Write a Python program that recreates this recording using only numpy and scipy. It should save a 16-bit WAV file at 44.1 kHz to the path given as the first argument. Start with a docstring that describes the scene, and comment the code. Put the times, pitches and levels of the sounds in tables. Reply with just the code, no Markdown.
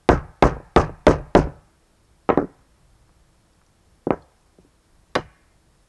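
"""Hard hammer knocks ring a trestle table on a garden deck as a small nail is driven into a wooden frame;
later the hammer and the frame are set down. Struck wood and steel are sums of decaying modes; chattering wood
is a train of random impacts; jingling nails and the thudding deck are shaped noise. A small microphone overloads
on the hardest knocks, over a diffuse echo, faint wind, hiss and hum."""
import sys
import numpy as np
from scipy import signal
from scipy.fft import rfft, irfft, next_fast_len
from scipy.io import wavfile
from scipy.ndimage import uniform_filter1d, map_coordinates

SR = 44100
rng = np.random.default_rng(int(sys.argv[2]) if len(sys.argv) > 2 else 0)


def volts(x):
    """Linear amplitude factor 10**(x/20) for a level x in dB, scalar or array-like."""
    e = np.asarray(x, float) / 20
    return 10 ** e


def wav_record(signal):
    """Record a signal, one row per channel, as 16-bit PCM in the file named by sys.argv[1]."""
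    frames = np.transpose(np.atleast_2d(signal))
    bounded = np.clip(frames, -1, 1)
    # unit amplitude maps onto the largest positive 16-bit level
    quanta = np.round(bounded * 32767).astype(np.int16)
    wavfile.write(sys.argv[1], SR, quanta)


N = 259308
TIME = np.arange(SR // 2) / SR  # time axis of one short sound [s]
SPREAD_DB = 2.5  # random change of wood mode strengths from blow to blow

# knocks on the table: (time [s], blow level [dB], favoured wood pitch [Hz],
# steel click re blow [dB], shaking of loose things re blow [dB])
KNOCKS = [(0.089, 13, 545, -39.5, -48.5), (.4240, 12.5, 548, -26.5, -47), (0.7617, 10.5, 500, -22.5, -44),
          (1.0670, 13.5, 500, -25.5, -47), (1.35, 14, 440, -34, -48.5), (2.2904, -0.5, 651, -30, -66.5),
          (2.3006, 4, 601, -42, -65.5), (2.3742, 2.5, 408.5, -33, -64), (4.0688, -10, 332, -38, -60),
          (4.1055, 2.5, 522, -48.5, -66), (4.5840, -43.5, 276, -47.5, -26), (5.1530, -7.5, 1500, -4, -42.5)]
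# modes of frame and table top: (frequency [Hz], relative level [dB], t60 [s])
WOOD_MODES = [(155, -4.5, 0.094), (187, -2.5, 0.12), (269, -34.5, 0.42), (290.8, -9.5, 0.19),
              (366, 3, 0.027), (466, 0, 0.034), (500, 7.5, 0.0033), (531, -6.5, 0.046), (600, 2.5, 0.027),
              (719.7, -6.5, 0.07), (792, -2, 0.037), (894, 0, 0.029), (992, -7, 0.12), (1054, -9.5, 0.098),
              (1127.7, -4.5, 0.051), (1272, 11, 0.015), (1513, -6.5, 0.11), (1440, -12.5, 0.03),
              (1588, -0.5, 0.032), (1700, -2, 0.031), (1870, -8.5, 0.11), (2092, -13, 0.091),
              (2360, -18.5, 0.09), (2840, -10, 0.034), (2920, -11.5, .04), (4020, -9, 0.03),
              (4850, -9.5, 0.027)]
# low rumble of wind and of the trembling deck: (frequency [Hz], relative level per Hz [dB])
RUMBLE_SPECTRUM = [(8.8, -55.5), (15, 16.5), (64, 8), (146, 1), (181, -3.5), (200, -8), (260, -43),
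                   (440, -120)]


def unit(x):
    """Normalisation: scales a signal to rms 1."""
    return x / np.sqrt(np.mean(x ** 2) + 1e-20)


def along(points, hz):
    """Interpolation of (frequency [Hz], value) points on a logarithmic frequency axis."""
    f, v = np.transpose(points)
    return np.interp(np.log(hz + 1), np.log(f + 1), v)


def coloured(x, spectrum):
    """Linear filtering: multiplies the spectrum of x by a gain of (frequency [Hz], level [dB]) points."""
    size = x.shape[-1]
    padded = next_fast_len(size + 8192)
    gain = volts(along(spectrum, np.fft.rfftfreq(padded, 1 / SR)))
    return irfft(rfft(x, padded) * gain, padded)[..., :size]


def noise(spectrum, size):
    """Stationary random noise of rms 1 with the given spectrum."""
    return unit(coloured(rng.standard_normal(size), spectrum))


def decaying_noise(t60s, size):
    """Frequency-dependent damping: noise in which each frequency dies at its own speed."""
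    hz, t, z = signal.stft(rng.standard_normal(size), SR, nperseg=256)
    decay = volts(-60 * t / along(t60s, hz)[:, None])
    return signal.istft(z * decay, SR, nperseg=256)[1][:size]


def wobble(rate):
    """Slow random modulation: a smooth curve through `rate` random knots a second."""
    knots = rng.standard_normal(int(N * rate / SR) + 4)
    return map_coordinates(knots, [np.arange(N) * rate / SR])


def add(track, s, sound):
    """Superposition: mixes a sound into the track from time s [s]."""
    part = track[round(s * SR):][:len(sound)]
    part += sound[:len(part)]


def fade(t60):
    """Exponential decay by 60 dB in t60 seconds."""
    return volts(-60 * TIME / t60)


def ring(modes, spread_db, centre_hz, focus_db):
    """Modal response to a smooth push that favours modes near centre_hz; peak 1, first swing downward."""
    hz, db, t60 = np.transpose(modes)[:, :, None]
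    octaves = np.log2(hz / centre_hz)
    db = db + spread_db * rng.standard_normal(db.shape) - focus_db * octaves ** 2
    # far modes start out of step
    phase = 0.9 * rng.standard_normal(db.shape) * np.minimum(np.abs(octaves), 1)
    free = -np.sum(volts(db - 60 * TIME / t60) * np.sin(2 * np.pi * hz * TIME + phase), axis=0)
    # a softer contact, with a lower pitch, lasts longer
    contact = np.minimum(TIME[:300] * centre_hz / 0.4, 1)
    push = np.sin(np.pi * contact) ** 2
    sound = signal.fftconvolve(free, push)[:len(TIME)]
    # small boards radiate no deep bass
    sound = signal.lfilter(*signal.butter(2, 170, "high", fs=SR), sound)
    return sound / np.abs(sound).max()


def background():
    """Stationary ambience: lumpy noise for wind, smooth noise for hiss, and faint sinusoids for hum."""
    # distant rustle and hiss: (frequency [Hz], relative level per Hz [dB])
    air_spectrum = [(40, -67), (88, -37), (150, -2.5), (250, -5.5), (340, -7.5), (492, -8), (1250, -12.5),
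                    (2570, -20), (6000, -21), (11100, -15.5), (14000, -11.5)]
    # steady tones: (frequency [Hz], mean rms level [dB])
    hum_tones = [(59.2, -70.5), (177.6, -80), (328.4, -76.5), (5394, -84.5)]
    t = np.arange(N) / SR
    lumpy = unit(volts(1.8 * wobble(24)) * noise(RUMBLE_SPECTRUM, N))
    wind = volts(-58.5 + 1.3 * wobble(2.0)) * lumpy
    hiss = volts(-58 + 0.08 * wobble(27)) * noise(air_spectrum, N)
    hum = np.zeros(N)
    for hz, db in hum_tones:
        hum += volts(db + 1.5 * wobble(18)) * np.sqrt(2) * np.sin(2 * np.pi * hz * t)
    return wind + hiss + hum


def yard_echo(x):
    """Diffuse reflection from house wall and trees: convolution with noise tails, new each quarter second."""
    # decay of the echo: (frequency [Hz], t60 [s])
    yard_decay = [(100, 0.067), (500, .4), (1300, 0.88), (2600, 0.9), (3400, 0.2)]
    # colour of the echo: (frequency [Hz], relative level [dB])
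    yard_colour = [(300, 1), (1200, -3), (2400, 5), (4000, -2.5)]
    out, step, delay_s = np.zeros(N), SR // 4, 0.033
    for start in range(0, N, step):
        tail = coloured(decaying_noise(yard_decay, SR), yard_colour)
        tail /= np.linalg.norm(tail)
        add(out, start / SR + delay_s, signal.fftconvolve(x[start:start + step], tail))
    return out


def nail_ticks():
    """Free vibration of a touched nail: three close high modes that die quickly."""
    # nails being handled: (time [s], level [dB], frequency [Hz])
    touches = [(3.533, -57, 4700), (3.664, -52.5, 5840), (4.223, -49.5, 4280)]
    out = np.zeros(N)
    for s, db, hz in touches:
        modes = [(hz, 0, 0.03), (0.8 * hz, -5, 0.02), (1.1 * hz, -3, 0.02)]
        add(out, s, volts(db) * ring(modes, 1.5, hz, 0.5))
    return out


def rocking():
    """Repeated impact: the frame rocks three times after each knock, each landing weaker than the last."""
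    period_s, pitch_hz = 0.0125, 400
    level_db, db_per_blow_db, loss_db = -17, 1.36, 3  # the loss is for each rock
    landings = []
    for s, db, *_ in KNOCKS:
        for k in range(3):
            late, high = rng.uniform(-1, 1, 2)
            landings.append((s + period_s * (k + 1 + 0.4 * late),
                             level_db + db_per_blow_db * db - loss_db * k,
                             pitch_hz * 2 ** (0.35 * high)))
    return landings


def bounces():
    """Damped modal impacts: short sounds of the rocking frame and of single wood impacts that skip thrice."""
    # wood impacts just after a knock or well after it, or touched by hand:
    # (time [s], level [dB], favoured pitch [Hz])
    wood_impacts = [(0.567, -25, 500), (0.601, -27.5, 551.4), (0.894, -23.5, 500), (1.199, -27, 500),
                    (1.471, -20.5, 400), (2.425, -12, 310), (2.444, -23.5, 310), (3.093, -47.5, 1200),
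                    (3.616, -48, 1290), (4.586, -37, 295), (4.648, -44, 295), (5.156, -14.5, 4420),
                    (5.158, -11.5, 979), (5.161, -5.5, 600), (5.185, -18.5, 400)]
    skip_s, skip_loss_db = 0.006, 7  # period, and loss at each skip
    skips = []
    for s, db, hz in wood_impacts:
        for k, late in enumerate(rng.uniform(-1, 1, 3)):
            skips.append((s + skip_s * (k + 1 + 0.4 * late), db - skip_loss_db * (k + 1), 0.85 * hz))
    out = np.zeros(N)
    for s, db, centre_hz in [*rocking(), *wood_impacts, *skips]:
        damped = ring(WOOD_MODES, SPREAD_DB, centre_hz, 40.0) * fade(90 / centre_hz)
        add(out, s, volts(db) * damped)
    return out


def deck_tremble():
    """Slow forced vibration: low noise that swells within hundredths of a second and decays."""
    t = np.arange(SR) / SR
    swell = 1 - np.exp(-t / 0.012)
    decay = volts(-60 * t / 0.68)
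    return swell * decay * noise(RUMBLE_SPECTRUM, SR)


def deck_thud():
    """Heavily damped low resonance of deck boards and trestles: bass noise with a soft onset."""
    # deck boards and trestles: (frequency [Hz], relative level per Hz [dB])
    deck_spectrum = [(15, -49), (28, -2.5), (45, -1.5), (70, -1.5), (100, -8.5), (125, -7), (154, -3.5),
                     (200, -17), (300, -71.5)]
    envelope = (1 - np.exp(-TIME / 0.008)) * fade(0.34)
    return envelope * noise(deck_spectrum, len(TIME))


def nail_jingle():
    """Many overlapping impacts: uneven bright noise whose frequencies die at different speeds."""
    # decay of the jingle: (frequency [Hz], t60 [s])
    settling = [(2000, 0.25), (6000, 0.13), (11000, 0.1)]
    # colour of the jingle: (frequency [Hz], relative level per Hz [dB])
    jingle_spectrum = [(600, -71.5), (1470, -19), (2500, -9.5), (3520, -19.5), (5210, -7.5), (6370, -3),
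                       (7150, -9.5), (9500, -11), (12000, -16.5), (15000, -9.5)]
    uneven_db = 2.8 * unit(uniform_filter1d(rng.standard_normal(len(TIME)), size=160))
    body = unit(coloured(decaying_noise(settling, len(TIME)), jingle_spectrum))
    landing = 1 - np.exp(-(TIME / 0.035) ** 2)  # loose nails are in the air before they land
    return volts(uneven_db) * body * landing


def wood_chatter(db, centre_hz):
    """Random impact train convolved with a damped modal slap: loose wood rattles after the blow."""
    slap = ring(WOOD_MODES, SPREAD_DB, 1.565 * centre_hz, 2.2)
    slap *= fade(0.08)  # loose contact damps the ring of the wood
    rate = 1500  # mean impacts a second
    impacts = unit((rng.random(len(TIME)) < rate / SR) * rng.standard_normal(len(TIME)))
    onset = 1 - np.exp(-(TIME / 0.0015) ** 2)
    impacts *= onset * fade(0.16 * volts(0.27 * db))  # harder knocks rattle longer
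    return signal.fftconvolve(impacts, slap / np.linalg.norm(slap))


def steel_click():
    """Short-lived steel modes of hammer head and nail, with a burst of noise at first contact."""
    # hammer head and nail: (frequency [Hz], relative level [dB], t60 [s])
    steel_modes = [(2520, 12.5, 0.0035), (3640, 14, 0.011), (4550, -1, .012), (5800, 0.5, .01),
                   (7700, -7.5, 0.0029), (8500, -22, .008)]
    # noise of the first contact: (frequency [Hz], relative level per Hz [dB])
    crack_spectrum = [(300, -48.5), (1000, -17), (2500, -8.5), (5000, 3), (10000, 4)]
    crack = 0.2 * fade(0.03) * noise(crack_spectrum, len(TIME))
    return ring(steel_modes, 5.3, 3400, 0.46) + crack


def knocks():
    """Impact excitation: steel clicks first, then the push reaches the wood; all that is loose jumps."""
    out = np.zeros(N)
    for s, db, centre_hz, click_db, jingle_db in KNOCKS:
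        add(out, s, volts(db + click_db) * steel_click())
        add(out, s + 0.0006, volts(db) * ring(WOOD_MODES, SPREAD_DB, centre_hz, 6.5))
        # chatter grows less than the blow does, and rises with the steel click
        chatter_db = -9.5 - 0.3 * db + 0.34 * click_db
        add(out, s, volts(db + chatter_db) * wood_chatter(db, centre_hz))
        add(out, s, volts(db + jingle_db) * nail_jingle())
        # what shakes the nails shakes the deck
        add(out, s, volts(db + 0.62 * jingle_db + 6.0) * deck_thud())
        add(out, s, volts(db + 0.66 * jingle_db - 14.5) * deck_tremble())
    return out


def scene():
    """Superposition of the table sounds, their echo and the garden, as one channel."""
    table = knocks() + bounces() + nail_ticks()
    mix = table + volts(-32.0) * yard_echo(table) + background()
    return mix[None]


def roll_off(x):
    """The treble ends steeply here."""
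    return signal.sosfilt(signal.butter(12, 12830, fs=SR, output="sos"), x)


def record(dry):
    """Saturation: the preamplifier rounds off loud swings, upward ones sooner; AC coupling lets tops sag."""
    # treble roll-off of the microphone: (frequency [Hz], gain [dB])
    mic_response = [(20, 0), (5000, 0), (9000, -4), (11500, -10), (12500, -30), (14000, -60)]
    ceiling, hardness = np.where(dry > 0, 0.58, 0.8), 3.5
    rounded = dry / (1 + np.abs(dry / ceiling) ** hardness) ** (1 / hardness)
    b, a = signal.butter(1, 35, "high", fs=SR)  # coupling capacitor
    sagging = signal.lfilter(b, a, rounded)
    finished = coloured(sagging, mic_response)
    return roll_off(finished)


dry = scene()
out = record(dry)
wav_record(out)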